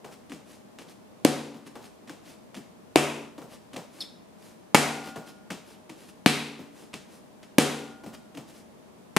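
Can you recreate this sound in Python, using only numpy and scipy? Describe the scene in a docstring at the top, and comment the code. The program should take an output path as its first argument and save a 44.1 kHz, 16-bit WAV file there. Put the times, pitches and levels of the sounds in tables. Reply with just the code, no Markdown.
"""A live home kitchen, stereo microphone close to a stone counter where bread dough is slapped six times.
Each slap is a low thump with a crackle of trapped air; the counter booms and some metalware rings along.
Between slaps the hand folds the dough, grabs it and peels it off the stone, once with a squeak.
Hard walls ring around it all, a quiet appliance hums behind, and the recorder limits the loud slaps."""
import sys
import numpy as np
from scipy import signal
from scipy.fft import rfft, irfft
from scipy.io import wavfile
from scipy.ndimage import uniform_filter1d

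SR = 44100
rng = np.random.default_rng(int(sys.argv[2]) if len(sys.argv) > 2 else 0)


def materialize(psi):
    """Save the field psi as 16-bit PCM at rate SR to the path in sys.argv[1].

    A 1-D psi becomes a single channel; in a 2-D psi each row is a channel.
    """
    bounded = np.clip(np.atleast_2d(psi).T, -1, 1)
    quanta = np.round(bounded * 32767).astype(np.int16)
    wavfile.write(sys.argv[1], SR, quanta)


N = 404838
T = np.arange(N) / SR
BLOW_T = T[:4096]  # time within one blow [s]
CLICK = signal.unit_impulse(len(BLOW_T))

# the hand grabs the dough and lifts it:
# (time [s], thud [dB], pat [dB], smack [dB], thumb lag behind the fingers [s], lift pressure [dB])
GRABS = [(.319, -36.5, -22, -16.5, -0.023, -54), (2.094, -41, -18.5, -17, -0.02, -51),
         (3.761, -36, -10, -13.5, -0.031, -56.5), (5.503, -34, -12.5, -9.5, .013, -54),
         (6.938, -39, -21, -11.5, -0.0077, -56.5), (8.371, -37, -17.5, -18.5, -0.027, -55)]


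def undb(db):
    """Decibels to gain."""
    return 10 ** (np.asarray(db) / 20)


def unit(x):
    """Scale to unit energy."""
    return x / np.sqrt(np.sum(x ** 2))


def along(points, hz):
    """Read (frequency [Hz], value) points on a log-frequency axis."""
    f, value = np.transpose(points)
    return np.interp(np.log(np.maximum(hz, 1)), np.log(f), value)


def colour(x, points, size=4096):
    """Minimum-phase filter through (frequency [Hz], level [dB]) points."""
    cepstrum = irfft(np.log(undb(along(points, np.fft.rfftfreq(size, 1 / SR)))))
    cepstrum[1:size // 2] *= 2
    cepstrum[size // 2 + 1:] = 0
    return signal.fftconvolve(x, irfft(np.exp(rfft(cepstrum))))[:len(x)]


def boost(x, hz, db, q=4.3):
    """Lift or cut the band around one resonance."""
    return x + (undb(db) - 1) * signal.lfilter(*signal.iirpeak(hz, q, fs=SR), x)


def add(track, s, x):
    """Mix x into the track from time s on."""
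    start = int(s * SR)
    track[..., start:start + x.shape[-1]] += x[..., :N - start]


def pan(x, db):
    """Place a sound by its left minus right level."""
    return undb(np.array([[db], [-db]]) / 2) * x


def ring(modes):
    """Fading sines of a struck body."""
    t = T[:2 * SR]
    return sum(undb(db) * np.sin(2 * np.pi * hz * t) * undb(-60 * t / t60) for hz, db, t60 in modes)


def contact(rise_s):
    """The force of a soft contact swells to 1 and dies away."""
    return BLOW_T / rise_s * np.exp(1 - BLOW_T / rise_s)


def thump(hz, rise_s, glide):
    """A few low cycles that swell and sink towards hz as the dough spreads."""
    pitch = hz * (1 + glide * np.exp(-BLOW_T / rise_s))
    return contact(rise_s) ** 2 * np.sin(2 * np.pi * np.cumsum(pitch) / SR)


def grains(count, spread_db, hold=16):
    """Tiny pops of unequal size, each hold samples long."""
    sizes = undb(spread_db * rng.standard_normal(count // hold + 1))
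    return np.repeat(sizes, hold)[:count] * rng.standard_normal(count)


def appliance(fan_db=-52):
    """In the background: soft fan noise, different in each channel, and wavering motor tones."""
    # fan air spectrum: (frequency [Hz], level [dB])
    fan_shape = [(25, -27.5), (70, -13.5), (150, -8.5), (215, 0), (260, -5.5), (450, -9.5), (700, -13),
                 (1050, -16), (1300, -21.5), (2000, -25), (5000, -31), (11000, -33.5), (15500, -42)]
    # motor tones: (frequency [Hz], level [dB])
    tones = [(220.7, -69.5), (479, -73), (620, -62), (834, -75.5)]
    channels = []
    for _ in range(2):
        fan = undb(fan_db) * np.sqrt(N) * unit(colour(rng.standard_normal(N), fan_shape))
        drifts = .02 * np.cumsum(rng.standard_normal((len(tones), N)), axis=1)
        hum = sum(undb(db) * np.sin(2 * np.pi * hz * T + drift) for (hz, db), drift in zip(tones, drifts))
        channels.append(fan + hum)
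    return np.array(channels)


def kitchen(x, side_db=-9, echo_s=.0165, echo_db=-13, gap_s=.002, build_s=.001):
    """Hard walls around the microphone: one clear early echo and a short, dense tail."""
    # decay of the room: (frequency [Hz], T60 [s])
    decay = [(100, 0.38), (260, 0.45), (700, 0.5), (1840, 0.47), (4850, 0.44), (9000, 0.41), (15000, 0.4)]
    # tone of the reflections: (frequency [Hz], level [dB])
    walls = [(40, -30.5), (100, -26.5), (150, -9), (280, -9), (500, -8), (1200, -4), (3000, -2), (7000, 0),
             (15000, -6)]
    t = T[:SR]
    hz, s, cells = signal.stft(rng.standard_normal((2, SR)), SR, nperseg=256)
    t60 = along(decay, hz)[:, None]
    tails = signal.istft(cells * undb(-60 * s / t60) / np.sqrt(t60), SR)[1][:, :SR]
    onset = np.clip((t - gap_s) / build_s, 0, 1)
    mid, side = (colour(unit(tail * onset), walls) for tail in tails)
    mid += undb(echo_db) * colour(np.sinc((t - echo_s) * SR), walls)
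    response = pan(mid, 1.1) + undb(side_db) * np.array([side, -side])
    return signal.fftconvolve(x[None], response, axes=1)[:, :N]


def rubs(lift_after_s=.2, lift_half_s=.034, swish_db=-31.5, swish_growth=.53):
    """Strokes and lifts: tacky dough crackles as it peels, dry skin swishes over the stone."""
    # the hand rubs dough and stone: (middle time [s], pressure [dB], half length [s])
    strokes = [(.131, -49.5, .014), (.823, -52, 0.0082), (.906, -52.5, 0.017), (1.674, -46.5, 0.0088),
               (1.85, -50.5, 0.022), (3.533, -49.5, 0.022), (4.02, -50, 0.025), (4.465, -56, 0.048),
               (5.07, -42.5, 0.03), (5.287, -47.5, 0.018), (6.021, -55.5, 0.044), (6.094, -52.5, .0096),
               (6.803, -54, .043), (8.145, -43.5, 0.0078), (8.494, -53.5, 0.014)]
    # peeling dough: (frequency [Hz], level [dB])
    tack_shape = [(100, -2), (250, 13), (700, 2), (1500, -1.5), (2800, -2), (5000, -6.5), (10000, -19)]
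    # sliding skin: (frequency [Hz], level [dB])
    swish_shape = [(1500, -25.5), (5000, 2), (7000, 1), (11000, 2.5), (16000, -16)]
    tack_force, swish_force = np.zeros(N), np.zeros(N)
    lifts = [(s + lift_after_s, lift_db, lift_half_s) for s, *_, lift_db in GRABS]
    for s, pressure_db, half_s in strokes + lifts:
        swell = np.exp(-.5 * ((T[:SR // 5] - .1) / half_s) ** 2)
        add(tack_force, s - .1, undb(pressure_db) * swell)
        # the swish grows more slowly than the pressure: light strokes are dry, firm ones tacky
        add(swish_force, s - .1, undb(swish_db + swish_growth * pressure_db) * swell)
    tack = unit(colour(grains(N, spread_db=5), tack_shape))
    swish = unit(colour(grains(N, spread_db=2), swish_shape))
    return np.sqrt(N) * (tack_force * tack + swish_force * swish)


def squeak(s=4.0047, start_hz=4900, end_hz=3620, upper_hz=5200, db=-30):
    """Damp dough slips on the stone as it lifts: a rough falling squeak under a weaker, level one."""
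    fall_s, length_s, fade_s = .016, .021, .035
    release = np.clip((length_s - BLOW_T) / .0048 + 1, 0, 1)
    envelope = np.clip(BLOW_T / .001, 0, 1) * release * np.exp(-BLOW_T / fade_s)
    waver = 1 + .25 * uniform_filter1d(rng.standard_normal((2, len(BLOW_T))), size=24)
    fall_hz = end_hz + (start_hz - end_hz) * np.clip(1 - BLOW_T / fall_s, 0, 1) ** 2
    low, high = 2 * np.pi * np.cumsum([fall_hz * waver[0], upper_hz * waver[1]], axis=1) / SR
    # the jerky slip couples the two tones and adds their overtones
    overtones = np.sin(2 * low) + np.sin(low + high) + np.sin(2 * high) + .5 * np.sin(2 * low + high)
    tone = np.sin(low) + undb(-4) * np.sin(high) + undb(-18) * overtones
    out = np.zeros(N)
    add(out, s, undb(db) * envelope * tone)
    return out


def hand_blows(fold_rise_s=.0037, grab_rise_s=.0032, thumb_rise_s=.006, catch_rise_s=.0044, thumb_db=-7):
    """Every fold, grab and catch as (time [s], thud [dB], pat [dB], smack [dB], rise [s])."""
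    # the dough is folded over and pressed down: (time [s], pat [dB], thud [dB])
    folds = [(.044, -13, -45), (1.543, -15, -36), (1.753, -13, -48), (3.379, -15.5, -42),
             (3.414, -17.5, -40.5), (5.157, -9, -34.5), (6.589, -16.5, -36), (8.035, -17, -41.5),
             (8.061, -15.5, -34)]
    # fingers catch the dough in the air: (time [s], smack [dB], thud [dB])
    catches = [(.786, -18.5, -51), (2.544, -18, -48.5), (2.565, -21.5, -35.5), (5.893, -19, -42),
               (7.427, -24.5, -64)]
    for s, pat_db, thud_db in folds:
        yield s, thud_db, pat_db, pat_db - 11, fold_rise_s  # a fold is hardly sticky: little smack
    for s, thud_db, pat_db, smack_db, thumb_lag_s, _ in GRABS:
        yield s, thud_db, pat_db, smack_db, grab_rise_s
        yield s + thumb_lag_s, thud_db + thumb_db, pat_db + thumb_db, smack_db + thumb_db, thumb_rise_s
    for s, smack_db, thud_db in catches:
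        yield s, thud_db, smack_db - 3.5, smack_db, catch_rise_s


def touches(thud_hz=225, squash_rise_s=.015, squash_over_thud_db=23.5):
    """The hand lands on soft dough with a thud, squash, pat and smack; returns close sound, room feed."""
    # dough giving way: (frequency [Hz], level [dB])
    squash = [(60, -22), (150, 4.5), (330, -1), (550, -11.5), (1500, -35)]
    # hollow pat of the palm: (frequency [Hz], level [dB])
    pat = [(150, -18.5), (450, 4.5), (800, 1), (1400, -9), (3000, -25.5), (12000, -29.5)]
    # sticky smack: (frequency [Hz], level [dB])
    smack = [(300, -3.5), (1200, 0.5), (2700, 1.5), (4500, -5), (10000, -9.5), (15000, -23)]
    close, to_room = np.zeros(N), np.zeros(N)
    for s, thud_db, pat_db, smack_db, rise_s in hand_blows():
        hz = thud_hz * np.exp(.12 * rng.standard_normal())
        thud = undb(thud_db) * thump(hz, 2.56 * rise_s, glide=.37)
        add(close, s, thud)
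        add(to_room, s, thud)
        # the palm lands quickly, then keeps pressing air out of the fold
        pressing = np.sqrt(contact(rise_s)) + .35 * contact(9.7 * rise_s)
        layers = [(contact(squash_rise_s), squash, thud_db + squash_over_thud_db, 1.5),
                  (pressing, pat, pat_db, 3),
                  (contact(.83 * rise_s), smack, smack_db, 5.5)]
        for force, shape, db, spread_db in layers:
            add(close, s, undb(db) * unit(colour(force * grains(len(BLOW_T), spread_db), shape)))
            add(to_room, s + rise_s, undb(db) * unit(colour(CLICK, shape)))
    return close, to_room


def counter(shake, gain_db=-13):
    """Each slap sets the counter and the cabinet under it booming."""
    # counter and cabinet modes: (frequency [Hz], level [dB], T60 [s])
    modes = [(86, -19.5, 0.58), (147.5, 0, 0.473), (229.3, -5.5, 0.71), (285, -7.5, 0.79), (380, -7, 0.13),
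             (591, -12, 0.4), (739, 2.5, 0.31)]
    return undb(gain_db) * signal.fftconvolve(shake, ring(modes))[:N]


def air_crack(pops, gain_db, hollow_hz, squelch_hz, squelch_db):
    """Air squeezed from under the dough bursts out and rings the folds that it escapes through."""
    # bursting air: (frequency [Hz], level [dB])
    shape = [(60, -22.5), (200, -3), (450, 4.5), (900, -0.5), (1400, -3), (2100, -4.5), (3300, -6.5),
             (5200, -10), (10000, -10), (13000, -17.5), (16000, -28.5)]
    burst = colour(unit(pops), shape)
    softened = colour(burst, [(3200, .0049), (7000, -2)])
    hollow = boost(softened, hollow_hz, db=6, q=3)
    squelch = boost(hollow, squelch_hz, squelch_db)
    # the folds swallow a band just above the squelch
    return undb(gain_db) * boost(squelch, 1.655 * squelch_hz, -.55 * squelch_db, q=5.1)


def slaps(thump_db=10.5, crack_db=37, width_db=-14, room_db=-1, settle_s=.004):
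    """Dough thumps on the stone and traps air; returns close sound, room feed and counter shake."""
    # each landing: (time [s], force [dB], trapped air [dB], thump [Hz], hollow [Hz], squelch [Hz],
    # squelch lift [dB], metalware [dB], left minus right [dB])
    landings = [(1.2487, 0.5, -2.5, 254.6, 685, 4640, 1.5, -54, 2),
                (2.9575, -4.5, -0.96, 308, 930, 2550, 6.5, -53, -0.5),
                (4.746, -1.1, 3, 225, 730, 2180, 3.5, -21, 1.5),
                (6.2605, -0.5, 0.6, 215, 2420, 4100, 4.5, -60, 3.5),
                (7.5828, -2, 0.7, 233, 410, 3060, 1.5, -27.5, -1),
                (9.1642, -24, 3, 192, 870, 1900, 2.5, -44, 5.5)]
    # metalware modes: (frequency [Hz], level [dB], T60 [s])
    metalware = [(772, -5, 0.96), (1206, -18, .8), (1424, -12, 1.34), (1457, -15, 0.97)]
    close, to_room, shake = np.zeros((2, N)), np.zeros(N), np.zeros(N)
    for s, force_db, air_db, hz, hollow_hz, squelch_hz, squelch_db, metal_db, pan_db in landings:
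        thump_rise_s, crack_rise_s = .83 / hz, .41 / hz  # a lower slap is also a slower one
        voicing = (crack_db + force_db + air_db, hollow_hz, squelch_hz, squelch_db)
        # the front edge lands at once; the rest follows within a few milliseconds
        force = contact(crack_rise_s) + .38 * np.exp(-BLOW_T / settle_s)
        mid, side = (air_crack(force * grains(len(BLOW_T), spread_db=8), *voicing) for _ in range(2))
        wobble = thump(hz, thump_rise_s, glide=.28) + undb(-10) * thump(2 * hz, thump_rise_s, glide=.32)
        # trapped air cushions the thump as much as it feeds the crack
        low = undb(thump_db + force_db - air_db) * wobble
        add(close, s, pan(low + mid, pan_db) + undb(width_db) * np.array([side, -side]))
        add(close, s, pan(undb(metal_db) * ring(metalware), 0))
        # the walls get the burst from all directions, so its pops merge into one smooth crack
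        add(to_room, s + crack_rise_s, undb(room_db) * air_crack(CLICK, *voicing))
        add(to_room, s, undb(room_db) * low)
        add(shake, s + thump_rise_s, undb([force_db]))
    return close, to_room, shake


def scene():
    """Hard slaps and soft handling close to the microphone, with the kitchen behind them."""
    dough, dough_to_room, shake = slaps()
    hand, hand_to_room = touches()
    strokes, slip = rubs(), squeak()
    room = kitchen(dough_to_room + undb(-1.65) * hand_to_room + undb(-4) * strokes + undb(-7) * slip)
    return dough + pan(hand + strokes + slip, 1) + pan(counter(shake), .8) + room + appliance()


def limiter(x, threshold_db=-7, attack_s=.0042, release_db_per_s=45):
    """The gain dives at a loud slap and creeps back, which draws out the ring of the room."""
    power = uniform_filter1d(np.mean(x ** 2, axis=0), int(attack_s * SR))
    over_db = 20 * np.log10(np.maximum(np.sqrt(np.abs(power)) / undb(threshold_db), 1))
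    held_db = np.maximum.accumulate(over_db + release_db_per_s * T) - release_db_per_s * T
    return x * undb(-held_db)


def record(dry, low_cut_hz=55, top_hz=15400, ceiling=.98):
    """The recorder limits the slaps, rounds off their peaks and cuts rumble and top."""
    # the slightly duller left microphone port: (frequency [Hz], level [dB])
    left_port = [(500, 1.5), (5000, 0), (12000, -1.5)]
    limited = limiter(np.array([colour(dry[0], left_port), dry[1]]))
    trimmed = signal.lfilter(*signal.butter(1, low_cut_hz, "high", fs=SR), limited)
    rounded = trimmed / (1 + (trimmed / ceiling) ** 6) ** (1 / 6)
    return signal.sosfilt(signal.ellip(8, .2, 70, top_hz, fs=SR, output="sos"), rounded)


dry = scene()
out = record(dry)
materialize(out)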